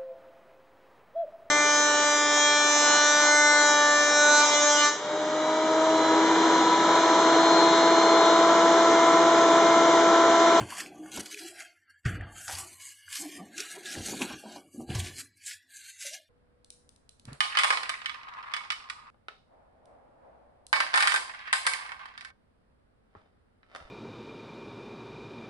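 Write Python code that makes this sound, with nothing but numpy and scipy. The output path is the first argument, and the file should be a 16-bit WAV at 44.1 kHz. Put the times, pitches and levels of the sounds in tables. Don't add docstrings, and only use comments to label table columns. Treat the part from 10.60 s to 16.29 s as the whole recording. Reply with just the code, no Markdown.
import sys
import numpy as np
from scipy import signal
from scipy.io import wavfile
from scipy.ndimage import uniform_filter1d

SR = 44100
rng = np.random.default_rng(int(sys.argv[2]) if len(sys.argv) > 2 else 0)


def gain_from_decibels(decibels):
    exponent = np.asarray(decibels, float) / 20
    return 10 ** exponent


def wav_out(sig):
    wavfile.write(sys.argv[1], SR, np.round(np.clip(np.atleast_2d(sig).T, -1, 1) * 32767).astype(np.int16))


N = 250926

# pitch_hz, width_hz, level_db
SHEET_RINGS = [
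    [(1480, 66, -11), (1720, 202, 6)],
    [(2230, 236, 4), (2547, 250, 1.5), (2870, 310, 3), (3340, 380, 1)],
    [(4177, 400, 1), (4605, 310, 5)],
    [(5863, 320, -3.5), (6375, 540, 11)],
]
# pitch_hz, width_hz, level_db
WOOD_PARTS = [
    [(57, 71, -8.5), (89.7, 13.8, -1.5), (124, 28, -3.5)],
    [(193.3, 36, -11), (252.3, 45, -4.5), (304.5, 42, -4.5), (365, 62, -6.5)],
    [(633, 51, -15), (685.3, 70, -3), (765, 149, -2), (857, 93, -10)],
    [(1040, 226, 6), (1165.4, 68, 7)],
]
# start_s, peak_db, pitch_hz, treble_db (re peak), t60_s
CREASE_SNAPS = [(0.204, -22.5, 1810, -11.5, 0.034), (0.261, -33, 2290, -29.5, 0.018),
                (0.574, -38.5, 900, 0, 0.043), (4.205, -34.5, 660, -36, 0.024),
                (0.7445, -29.5, 2460, -12, 0.012), (0.774, -33.5, 2230, -15.5, 0.017),
                (0.791, -38.5, 2230, -11, 0.05), (1.452, -38.5, 1720, -10, 0.062),
                (1.46, -26, 1780, -20, 0.11), (1.609, -31, 1740, -28, 0.037),
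                (1.88, -27, 1480, -11.5, 0.068), (2.481, -36, 1610, -31, 0.029),
                (0.459, -41.5, 1490, -27, 0.05), (0.992, -34, 1910, -16, 0.025),
                (3.576, -36, 4100, -11, 0.03), (3.003, -31, 2440, -0.5, 0.037),
                (4.31, -42, 1680, -14.5, 0.023), (2.57, -32, 1900, -8, 0.02), (1.897, -32, 1500, -10, 0.02),
                (0.17, -34, 1800, -10, 0.03), (1.952, -30, 4650, -13, 0.016),
                (4.911, -35, 2084, -12.5, 0.017), (2.979, -29, 2430, -6, 0.04),
                (3.257, -30, 3600, -22, 0.11), (3.352, -32.5, 1820, -20.5, 0.016),
                (3.618, -20.5, 2580, -58.5, 0.073), (3.838, -32.5, 648, -26, 0.034),
                (4.289, -38, 880, -31.5, 0.086), (4.35, -33.5, 3130, -5.5, 0.077),
                (4.4, -26, 3270, -19, 0.076), (4.469, -33, 2180, -12, 0.077),
                (4.582, -37.5, 2194, -6.5, 0.03), (4.87, -40, 4170, -5, 0.017),
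                (5.534, -35.5, 4530, -22, 0.069)]
# start_s, peak_db, pitch_hz, crack_db (re peak), t60_s
WOOD_KNOCKS = [(0.004, -22, 118, -1.5, 0.12), (0.385, -40.5, 313.1, -15, 0.77),
               (0.567, -26.5, 273, 2, 0.061), (0.597, -35.5, 219, -12, 0.12), (1.452, -9, 116, -44, 0.089),
               (1.549, -30, 93, -23, 0.16), (1.599, -27, 94, -17, 0.16), (1.926, -40.5, 87.2, 10, 0.41),
               (3.525, -31, 213, 6, 0.053), (3.363, -23, 149, -4.5, 0.04), (3.476, -31.5, 344, 5.5, 0.097),
               (3.607, -21.5, 254.4, 2.5, 0.097), (3.697, -29, 247, 0, 0.094),
               (3.849, -37.5, 217, 11, 0.18), (3.953, -38.5, 286, 8.5, 0.14),
               (4.173, -29.5, 238, -25, 0.17), (4.209, -38.5, 253, -19, 0.17),
               (4.293, -19.5, 113.2, -29, 0.07), (4.347, -20, 110.6, -2.5, 0.18),
               (4.383, -27.5, 91, -17, 0.3)]
# time_s, pitch_hz, level_db
FINGER_SQUEAK = [
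    (5.435, 540, -80),
    (5.452, 570, -50),
    (5.504, 558, -67.5),
    (5.532, 639, -52.5),
    (5.554, 762, -61.5),
    (5.572, 740, -67),
    (5.58, 660, -70),
    (5.594, 626, -75),
    (5.66, 680, -87),
]
# pitch_hz, level_db (per bin)
DUCK_THRESHOLD = [(60, -100), (105, -100), (170, -96.5), (350, -99), (1000, -64), (2000, -90), (5400, -135),
                  (8000, -100), (15000, -102)]
# peak_s, level_db, rise_s, fall_s, tilt_db (per ring)
SHEET_STROKES = [(0.004, -52, 0.72, 0.15, -1.5), (0.106, -46, 0.017, 0.057, 0.5),
                 (0.205, -56.5, 0.13, 0.046, 6.5), (0.505, -67, 0.3, 0.24, -5),
                 (0.745, -60.5, 0.76, 0.047, 2.2), (1.005, -49.5, 0.13, 0.17, 0),
                 (1.285, -86, 0.1, 0.27, -12), (1.357, -86.5, 0.49, 0.43, -10.5),
                 (1.458, -53.5, 0.016, 0.26, -7), (1.61, -73, 0.029, 0.39, -9.5),
                 (1.76, -60, 0.034, 0.66, -5), (1.877, -52, 0.018, 0.31, -2.4),
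                 (2.663, -56.5, 0.88, 0.58, 0.5), (3.007, -45, 0.11, 0.16, 1.5),
                 (3.534, -66, 0.899, 0.53, -1), (3.619, -44.5, 0.041, 0.1, 1.2),
                 (3.725, -50.5, 0.16, 0.12, 0), (3.962, -53.5, 0.33, 0.13, 0.2),
                 (4.304, -51, 0.037, 0.17, 0.5), (4.919, -49.5, 0.2, 0.11, 1), (5.301, -58, 0.49, 0.07, 0.3),
                 (5.5, -65, 1, 0.043, -1),
                 (0.203, -47, 0.34, 0.17, 0.5), (0.565, -51, 0.14, 0.076, 3), (0.586, -50, 0.069, 0.025, -3),
                (0.598, -54, 0.017, 0.048, -4), (0.899, -53, 0.87, 0.15, 1.5),
                (1.492, -61.5, 0.044, 0.1, 5.5), (1.782, -63, 0.097, 0.98, 9),
                (1.99, -44, 0.058, 0.072, 4.5), (2.293, -56.5, 0.25, 0.26, 4), (1.935, -48, 0.18, 0.15, 4),
                (2.04, -53.5, 0.06, 0.18, 3.5), (2.2, -57.5, 0.015, 0.78, 0.5),
                (5.434, -50.5, 0.13, 0.032, 3), (5.29, -59.5, 0.28, 0.09, 2), (2.554, -42.5, 0.13, 0.28, 3),
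                (2.981, -50, 0.013, 0.98, 1), (3.266, -46.5, 0.043, 0.58, 1.7),
                (3.482, -44.5, 0.11, 0.17, 3.5), (3.594, -51, 0.47, 0.12, 1.5),
                (4.168, -64, 0.19, 0.33, 3.5), (4.355, -43, 0.071, 0.074, 1), (4.395, -48, 0.025, 0.056, 5),
                (4.469, -47, 0.22, 0.15, 1.5), (4.59, -48, 0.067, 0.12, 3.5),
                (4.868, -52.5, 0.056, 0.16, 5.5), (5.164, -61, 0.075, 0.74, 5), (5.467, -46, 0.11, 0.16, 3),
                (5.542, -47.5, 0.04, 0.073, 2),
                 (0.517, -50, 0.0065, 0.13, 2.5), (0.609, -43.5, 0.052, 0.013, 3),
                 (0.662, -49, 0.018, 0.032, 1.5), (0.746, -49, 0.09, 0.017, 1.5),
                 (1.39, -78.5, 0.039, 0.14, 4.5), (1.3, -70, 0.013, 0.09, 3.5),
                 (2.132, -57.5, 0.08, 0.034, 4), (2.614, -49, 0.056, 0.034, 6.5),
                 (3, -45.5, 0.058, 0.019, 0.5), (2.76, -56.5, 0.32, 0.095, 3.5),
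                 (3.7, -53, 0.14, 0.027, -2.5), (1.68, -74.5, 0.13, 0.15, 0.5),
                 (1.55, -68.5, 0.1, 0.077, 2.5), (3.8, -58, 0.15, 0.097, 2), (3.68, -57, 0.1, 0.1, 3),
                 (2.6, -49.5, 0.04, 0.03, 3), (2.86, -71, 0.067, 0.092, 2.5), (5.2, -65, 0.15, 0.14, 6),
                 (4.773, -68, 0.029, 0.048, 4.5), (5.105, -62, 0.044, 0.17, 2), (1.14, -79.5, 0.2, 0.4, 4),
                 (0.11, -57, 0.01, 0.081, 3), (4.838, -62.5, 0.013, 0.068, 2.5),
                 (3.96, -65.5, 0.073, 0.16, 5), (3.32, -50.5, 0.08, 0.11, 2), (2.93, -67, 0.03, 0.08, -3),
                 (0.775, -54.5, 0.008, 0.025, -1), (0.792, -49.5, 0.012, 0.08, 0.5),
                 (4.615, -50, 0.09, 0.031, 1), (3.462, -48.5, 0.015, 0.13, 5)]
# peak_s, level_db, rise_s, fall_s, place (0
WOOD_CONTACTS = [(0.001, -33, 0.1, 0.17, 0.7), (0.011, -27, 0.22, 0.028, 0.25), (0.455, -44, 1, 0.39, 1.32),
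                 (0.586, -35.5, 0.095, 0.1, 0.87), (0.83, -55, 0.05, 0.3, 1.7),
                 (1.457, -27, 0.011, 0.41, 0.05), (1.465, -53.5, 0.031, 0.45, 0.05),
                 (1.523, -42.5, 0.058, 0.13, 0.76), (1.575, -31, 0.077, 0.15, 0.04),
                 (1.97, -44, 0.17, 0.24, 0.093), (2.61, -48, 0.044, 0.37, 1.39),
                 (2.8, -42, 0.11, 0.25, 1.26), (3.36, -37.5, 0.033, 0.18, 1.1),
                 (3.396, -35, 0.033, 0.19, 0.18), (3.535, -36.5, 0.34, 0.26, 1.05),
                 (3.612, -33.5, 0.04, 0.16, 1.01), (3.743, -34, 0.073, 0.073, 0.55),
                 (3.974, -44.5, 0.35, 0.15, 1.42), (4.15, -42.5, 0.028, 0.12, 0.98),
                 (4.206, -36, 0.047, 0.11, 0.9), (4.294, -28, 0.029, 0.36, 0.27),
                 (4.4, -37, 0.29, 0.25, 0.059), (4.5, -43, 0.15, 0.11, 0.27),
                 (4.626, -60.5, 0.8, 0.055, 1.6),
                 (0.017, -50.5, 0.483, 0.15, 2.43), (0.195, -48, 0.54, 0.16, 2.19),
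              (1.014, -57, 0.19, 0.17, 1.78), (1.61, -50.5, 0.21, 0.56, 2.1),
              (1.894, -40, 0.019, 0.1, 2.03), (1.987, -50.5, 0.099, 0.36, 2.24),
              (2.539, -62.5, 0.11, 0.34, 3.0), (2.65, -52, 0.12, 0.087, 2.05),
              (3.004, -49.5, 0.33, 0.11, 1.36), (3.049, -60, 0.032, 0.12, 2.56),
              (3.173, -47.5, 0.11, 0.097, 1.81), (3.403, -46.5, 0.85, 0.14, 1.59),
              (3.616, -43, 0.023, 0.12, 2.55), (3.719, -46.5, 0.063, 0.069, 2.44),
              (3.853, -41.5, 0.042, 0.24, 1.54),
                 (0.126, -52, 0.04, 0.07, 2.95), (0.4, -65, 0.067, 0.19, 1.4), (0.937, -60, 0.16, 0.4, 1.9),
                 (1.279, -72, 0.2, 0.3, 1.8), (2.198, -71.5, 0.3, 0.93, 2.96),
                 (4.07, -53.5, 0.084, 0.06, 1), (4.205, -60, 0.017, 0.046, 1.4),
                 (4.37, -51, 0.16, 0.32, 2.3), (5.06, -66, 0.12, 0.36, 1.63),
                 (5.26, -73.5, 0.31, 0.14, 0.58), (0.26, -44, 0.13, 0.08, 0.83),
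                 (0.53, -57, 0.036, 0.0805, 0.18), (2.12, -63, 0.056, 0.13, 1.3),
                 (2.3, -72.5, 0.3, 0.3, 1.46), (5.52, -70, 0.24, 0.32, 1.4), (1.3, -75.5, 0.32, 0.15, 1.8),
                 (4.1, -67.5, 0.17, 0.084, 2.5), (4.6, -62, 0.13, 0.16, 2.2), (0.68, -67.5, 0.2, 0.21, 2.7),
                 (3.6, -60, 0.18, 0.27, 2.4), (4.62, -58, 0.061, 0.059, 0.53),
                 (2.795, -51, 0.013, 0.076, 2)]
SHEET_DRIVE = [2, 3, 1.33, -5, -0.97]
WOOD_DRIVE = [-7.5, -2.5, -1.1, 10]
# start_s, end_s, start_hz, end_hz, depth_db
PAGE_NOTCHES = [(0, 0.52, 3900, 3900, -22), (0.2, 0.605, 2000, 1900, -16), (1.3, 1.82, 5200, 5700, -15),
                (2.1, 2.53, 5700, 5500, -6.5), (2.25, 2.52, 3530, 4100, -8), (1, 2.9, 4000, 3900, -8),
                (4.5, 4.85, 3800, 3350, -5), (-0.5, 0.15, 5300, 5300, -8), (0.8, 1.6, 3600, 3800, -10),
                (0.3, 0.58, 5000, 5400, -12), (3, 3.23, 5050, 5200, -8), (5, 4.1, 5700, 5700, -4),
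                (4, 4.36, 5200, 5700, -10.5), (3.5, 4.33, 2020, 1960, -16.5), (3.95, 4.28, 4000, 3600, -5),
                (5.06, 5.4, 5420, 5430, -16), (2.7, 2.97, 1400, 1150, -18), (4.62, 5.8, 1250, 1330, -18),
                (1.2, 1.44, 1420, 1400, -18), (1.26, 1.35, 6400, 6400, -14), (4.02, 4.65, 1150, 1150, -7)]
# peak_s, level_db, rise_s, fall_s
STAND_SWAYS = [
    (0.92, -75.5, 0.33, 0.26),
    (1.78, -51, 0.12, 0.22),
    (2.15, -67, 0.13, 0.29),
    (2.47, -74, 0.15, 0.3),
    (4.7, -66.5, 0.2, 0.27),
    (4.95, -77, 0.15, 0.2),
    (5.24, -73.5, 0.22, 0.13),
    (3.0, -76, 0.28, 0.3),
]
# peak_s, level_db, rise_s, fall_s, pitch_hz
CONTACT_GROANS = [(0.725, -57, 0.02, 0.08, 305), (0.815, -49, 0.035, 0.14, 345),
                  (0.77, -55.5, 0.08, 0.13, 400), (0.82, -59, 0.045, 0.085, 750),
                  (0.98, -60, 0.12, 0.12, 645), (1.29, -66, 0.07, 0.13, 1400), (1.2, -66, 0.12, 0.14, 1710),
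                  (1.39, -77, 0.05, 0.06, 4680), (1.4, -80, 0.08, 0.06, 7700), (2.68, -46, 0.1, 0.03, 308),
                  (2.62, -51, 0.035, 0.08, 312), (2.785, -48, 0.07, 0.067, 310),
                  (2.835, -43.5, 0.056, 0.038, 185), (2.8, -52, 0.042, 0.091, 770),
                  (3.0, -55, 0.071, 0.092, 345), (3.18, -52.5, 0.052, 0.15, 370),
                  (3.285, -48, 0.07, 0.08, 1700), (2.06, -59.5, 0.047, 0.096, 350),
                  (4.62, -60, 0.083, 0.085, 280), (5.6, -70, 0.11, 0.077, 630),
                  (4.31, -49, 0.03, 0.043, 790)]

STROKE_SPAN_DB = 30
STROKE_BEND = 1.044


def unit(x):
    return x / np.sqrt(np.mean(x ** 2))


def band(x, hz, width):
    edges = np.sqrt(hz ** 2 + width ** 2 / 4) + np.array([-width, width]) / 2
    return signal.sosfilt(signal.butter(2, edges, "band", fs=SR, output="sos"), x)


def highpass(x, order, hz):
    return signal.sosfilt(signal.butter(order, hz, "high", fs=SR, output="sos"), x)


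def smooth(x, k):
    return uniform_filter1d(uniform_filter1d(x, k), k)


def walk(rate):
    k = int(SR / rate)
    held = np.repeat(rng.standard_normal(N // k + 1), k)
    return 0.87 * smooth(held, k)[:N]


def patchwork(shape, frames, bins):
    patches = uniform_filter1d(rng.standard_normal(shape), size=frames, axis=1)
    return unit(uniform_filter1d(patches, size=bins, axis=0))


def add(out, s, sound):
    i = int(s * SR)
    out[i:i + len(sound)] += sound[:N - i]


def strokes(rows, share_db):
    s, db, rise, fall = np.transpose(rows)[:4, :, None]
    t = np.arange(0, N + 64, 64) / SR
    distance = np.where(t < s, (s - t) / rise, (t - s) / fall)
    swell_db = db - STROKE_SPAN_DB * np.abs(distance) ** STROKE_BEND
    power = gain_from_decibels(share_db) ** 2 @ gain_from_decibels(swell_db) ** 2
    return [np.interp(np.arange(N) / SR, t, 10 * np.log10(p + 1e-13)) for p in power]


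def friction(rate, spread_db, grit_db, flutter_hz, flutter_db):
    size = gain_from_decibels(spread_db * np.minimum(rng.exponential(size=N), 2.1))
    slips = (rng.random(N) < rate / SR) * rng.choice([-1, 1], N) * size
    grain = rng.standard_normal(N) + gain_from_decibels(grit_db) * unit(slips)
    return gain_from_decibels(flutter_db * walk(flutter_hz)) * grain


def ring(push, parts, levels_db, patchy_db, patch_rate, firm_db, blur, bent=unit):
    out = 0
    for modes, db in zip(parts, levels_db):
        clear = 0
        for k, (hz, width, mode_db) in enumerate(modes):
            tone = unit(band(band(push, hz, 0.98 * width), hz, width))
            clear = clear + (-1) ** k * gain_from_decibels(mode_db + patchy_db * walk(patch_rate)) * tone
        low, high = modes[0][0] / blur, modes[-1][0] * blur
        middle = np.sqrt(low * high)
        broad = band(band(push, middle, 2.17 * (high - low)), middle, high - low)
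        share = 0.4 + 0.6 / (1 + gain_from_decibels(firm_db - db) ** 3)
        out = out + gain_from_decibels(db) * (np.sqrt(1 - share) * bent(clear) + np.sqrt(share) * bent(broad))
    return out


def air():
    return gain_from_decibels(-77) * rng.standard_normal(N)


def hall(x):
    t60_s, level_db, top_hz = 0.7, -17.5, 3700
    t = np.arange(SR) / SR
    noise = band(rng.standard_normal(SR), top_hz / 3, top_hz)
    tail = (t > 0.018) * gain_from_decibels(-60 * t / t60_s) * noise
    return gain_from_decibels(level_db) * signal.fftconvolve(x, tail / np.sqrt(np.sum(tail ** 2)))[:N]


def stand_hum(push):
    sway_db, = strokes(STAND_SWAYS, np.zeros((1, len(STAND_SWAYS))))
    level = np.hypot(gain_from_decibels(-85.5), gain_from_decibels(sway_db)) * gain_from_decibels(1.5 * walk(6.3))
    hz, width = WOOD_PARTS[0][1][:2]
    return level * unit(band(push, hz, width))


def rubbing():
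    push = friction(rate=300, spread_db=11.5, grit_db=-7.0, flutter_hz=30.24, flutter_db=-0.5)
    rows = np.array(WOOD_CONTACTS)
    away = abs(np.arange(len(WOOD_PARTS))[:, None] - rows[:, -1])
    neighbour_db = -14.5
    stand_db, *top_db = strokes(rows, np.array(WOOD_DRIVE)[:, None] + neighbour_db * away)
    levels_db = [np.minimum(stand_db, -42), *top_db]
    wood = ring(push, WOOD_PARTS, levels_db, patchy_db=5.0, patch_rate=11, firm_db=-46.0, blur=1.077)
    return stand_hum(push) + wood


def groans():
    wobble, flutter_db = 0.11, 6
    out, t = np.zeros(N), np.arange(-8000, 12000) / SR
    drift, flutter = walk(90), walk(75)
    for s, db, rise, fall, hz in CONTACT_GROANS:
        at = np.clip(((s + t) * SR).astype(int), 0, N - 1)
        swell_db = db - STROKE_SPAN_DB * np.where(t < 0, -t / rise, t / fall) ** 2
        cycles = hz * np.cumsum(1 + wobble * np.sqrt(300 / hz) * drift[at]) / SR
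        level = np.sqrt(2) * gain_from_decibels(swell_db + flutter_db * flutter[at])
        add(out, s + t[0], level * np.sin(2 * np.pi * cycles))
    return out


def squeak():
    t = np.arange(N) / SR
    s, hz, db = np.transpose(FINGER_SQUEAK)
    pitch, level_db = np.interp(t, s, hz), np.interp(t, s, db)
    on = uniform_filter1d(1. * (t > s[0]) * (t < s[-1]), size=300)
    cycles = np.cumsum(pitch * (1 + 0.0697 * walk(240))) / SR
    return 1.38 * on * gain_from_decibels(level_db + 4.2 * walk(110)) * np.sin(2 * np.pi * cycles)


def knocks():
    out, t = np.zeros(N), np.arange(16000) / SR
    rise = 1 - np.exp(-(t / 0.009) ** 3)
    for s, db, hz, crack_db, t60 in WOOD_KNOCKS:
        body = gain_from_decibels(-60 * t / t60) * np.sin(2 * np.pi * hz * t)
        heavy = hz < 160
        stand = heavy * 0.17 * gain_from_decibels(-60 * t / 0.277) * np.sin(2 * np.pi * WOOD_PARTS[0][1][0] * t)
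        noise = rng.standard_normal(len(t))
        crack = 0.58 * gain_from_decibels(crack_db - 60 * t / 0.056) * unit(band(noise, 756, 480))
        add(out, s, gain_from_decibels(db) * rise * (body + stand + crack))
    return out


def snaps():
    out, t = np.zeros(N), np.arange(6000) / SR
    rise = 1 - np.exp(-t / 0.000093)
    for s, db, hz, treble_db, t60 in CREASE_SNAPS:
        noise = rng.standard_normal(len(t))
        pop = 0.3 * gain_from_decibels(-60 * t / 0.035) * np.sin(2 * np.pi * hz * t)
        chirp = np.sin(2 * np.pi * hz * t * (0.915 + 45 * t))
        pop = pop + 0.64 * np.exp(-((t - 0.0014) / 0.001) ** 2) * chirp
        treble = 1.42 * gain_from_decibels(treble_db) * unit(band(noise, 5500, 3700))
        rustle = 0.29 * unit(band(noise, hz, 0.7 * hz)) + treble
        snap = rise * (pop + gain_from_decibels(-60 * t / t60) * rustle)
        add(out, s, gain_from_decibels(db) * highpass(snap, 2, hz / 2))
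    return out


def sliding():
    push = friction(rate=400, spread_db=5.5, grit_db=-4.5, flutter_hz=70, flutter_db=2.5)
    bright = highpass(push, 6, 7100)
    hiss = unit(band(bright, 6870, 3300)) + gain_from_decibels(3) * unit(band(bright, 8450, 6300))
    warp = np.cumsum(1 + 0.045 * walk(6))

    def bent(x):
        return unit(np.interp(warp * N / warp[-1], np.arange(N), x))

    rows = np.array(SHEET_STROKES)
    step = np.arange(len(SHEET_DRIVE))[:, None] - 2
    *rings_db, hiss_db = strokes(rows, np.array(SHEET_DRIVE)[:, None] + step * rows[:, -1])
    rings = ring(push, SHEET_RINGS, rings_db, patchy_db=4, patch_rate=12, firm_db=-52, blur=1.09, bent=bent)
    return rings + gain_from_decibels(hiss_db + 1.7 * walk(23.87)) * bent(hiss)


def shade(x):
    patchy_db, from_hz, notch_width, fade_s = 2.5, 3500, 0.075, 0.022
    hz, t, z = signal.stft(x, SR, nperseg=512)
    hz = hz[:, None]
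    db = patchy_db * patchwork(z.shape, 7, 8) / (1 + (from_hz / (hz + 1)) ** 4)
    for start, end, hz0, hz1, depth_db in PAGE_NOTCHES:
        on = np.clip(np.minimum(t - start, end - t) / fade_s, 0, 1)
        centre = np.interp(t, [start, end], [hz0, hz1])
        db = db + depth_db * on * np.exp(-((hz / centre - 1) / notch_width) ** 2)
    return signal.istft(z * gain_from_decibels(db), SR, nperseg=512)[1][:N]


def scene():
    near = rubbing() + groans() + squeak() + knocks() + snaps() + shade(sliding())
    mono = air() + hall(near) + near
    return np.array([mono, mono])


def suppress(x):
    depth_db, waver_db, learn_db, focus_hz, octaves = -22, 8, -11, 3000, 1.63
    hz, _, z = signal.stft(x, SR, nperseg=1024)
    power = uniform_filter1d(uniform_filter1d(abs(z) ** 2, 3, axis=1), 3, axis=0)
    duck_hz, duck_db = np.transpose(DUCK_THRESHOLD)
    limit = gain_from_decibels(np.interp(np.log(hz + 1), np.log(duck_hz), duck_db))[:, None] ** 2
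    focus = np.exp(-(np.log2((hz + 1) / focus_hz) / octaves) ** 4)[:, None]
    recent = signal.lfilter([0.04], [1, -0.96], power, axis=1)
    learnt = focus * gain_from_decibels(learn_db) ** 2 * recent
    waver = gain_from_decibels(waver_db * focus * patchwork(z.shape, 14, 4)) ** 2
    gain = power / (power + (limit + learnt) * waver)
    return signal.istft(z * np.maximum(gain, gain_from_decibels(depth_db)), SR, nperseg=1024)[1][:N]


def band_limit(x):
    return signal.sosfilt(signal.butter(12, 15170, fs=SR, output="sos"), x)


def record(dry):
    mic = signal.sosfilt(signal.butter(4, 12100, fs=SR, output="sos"), dry[0])
    clean = suppress(mic)
    return band_limit(np.array([clean, clean]))


dry = scene()
out = record(dry)
wav_out(out)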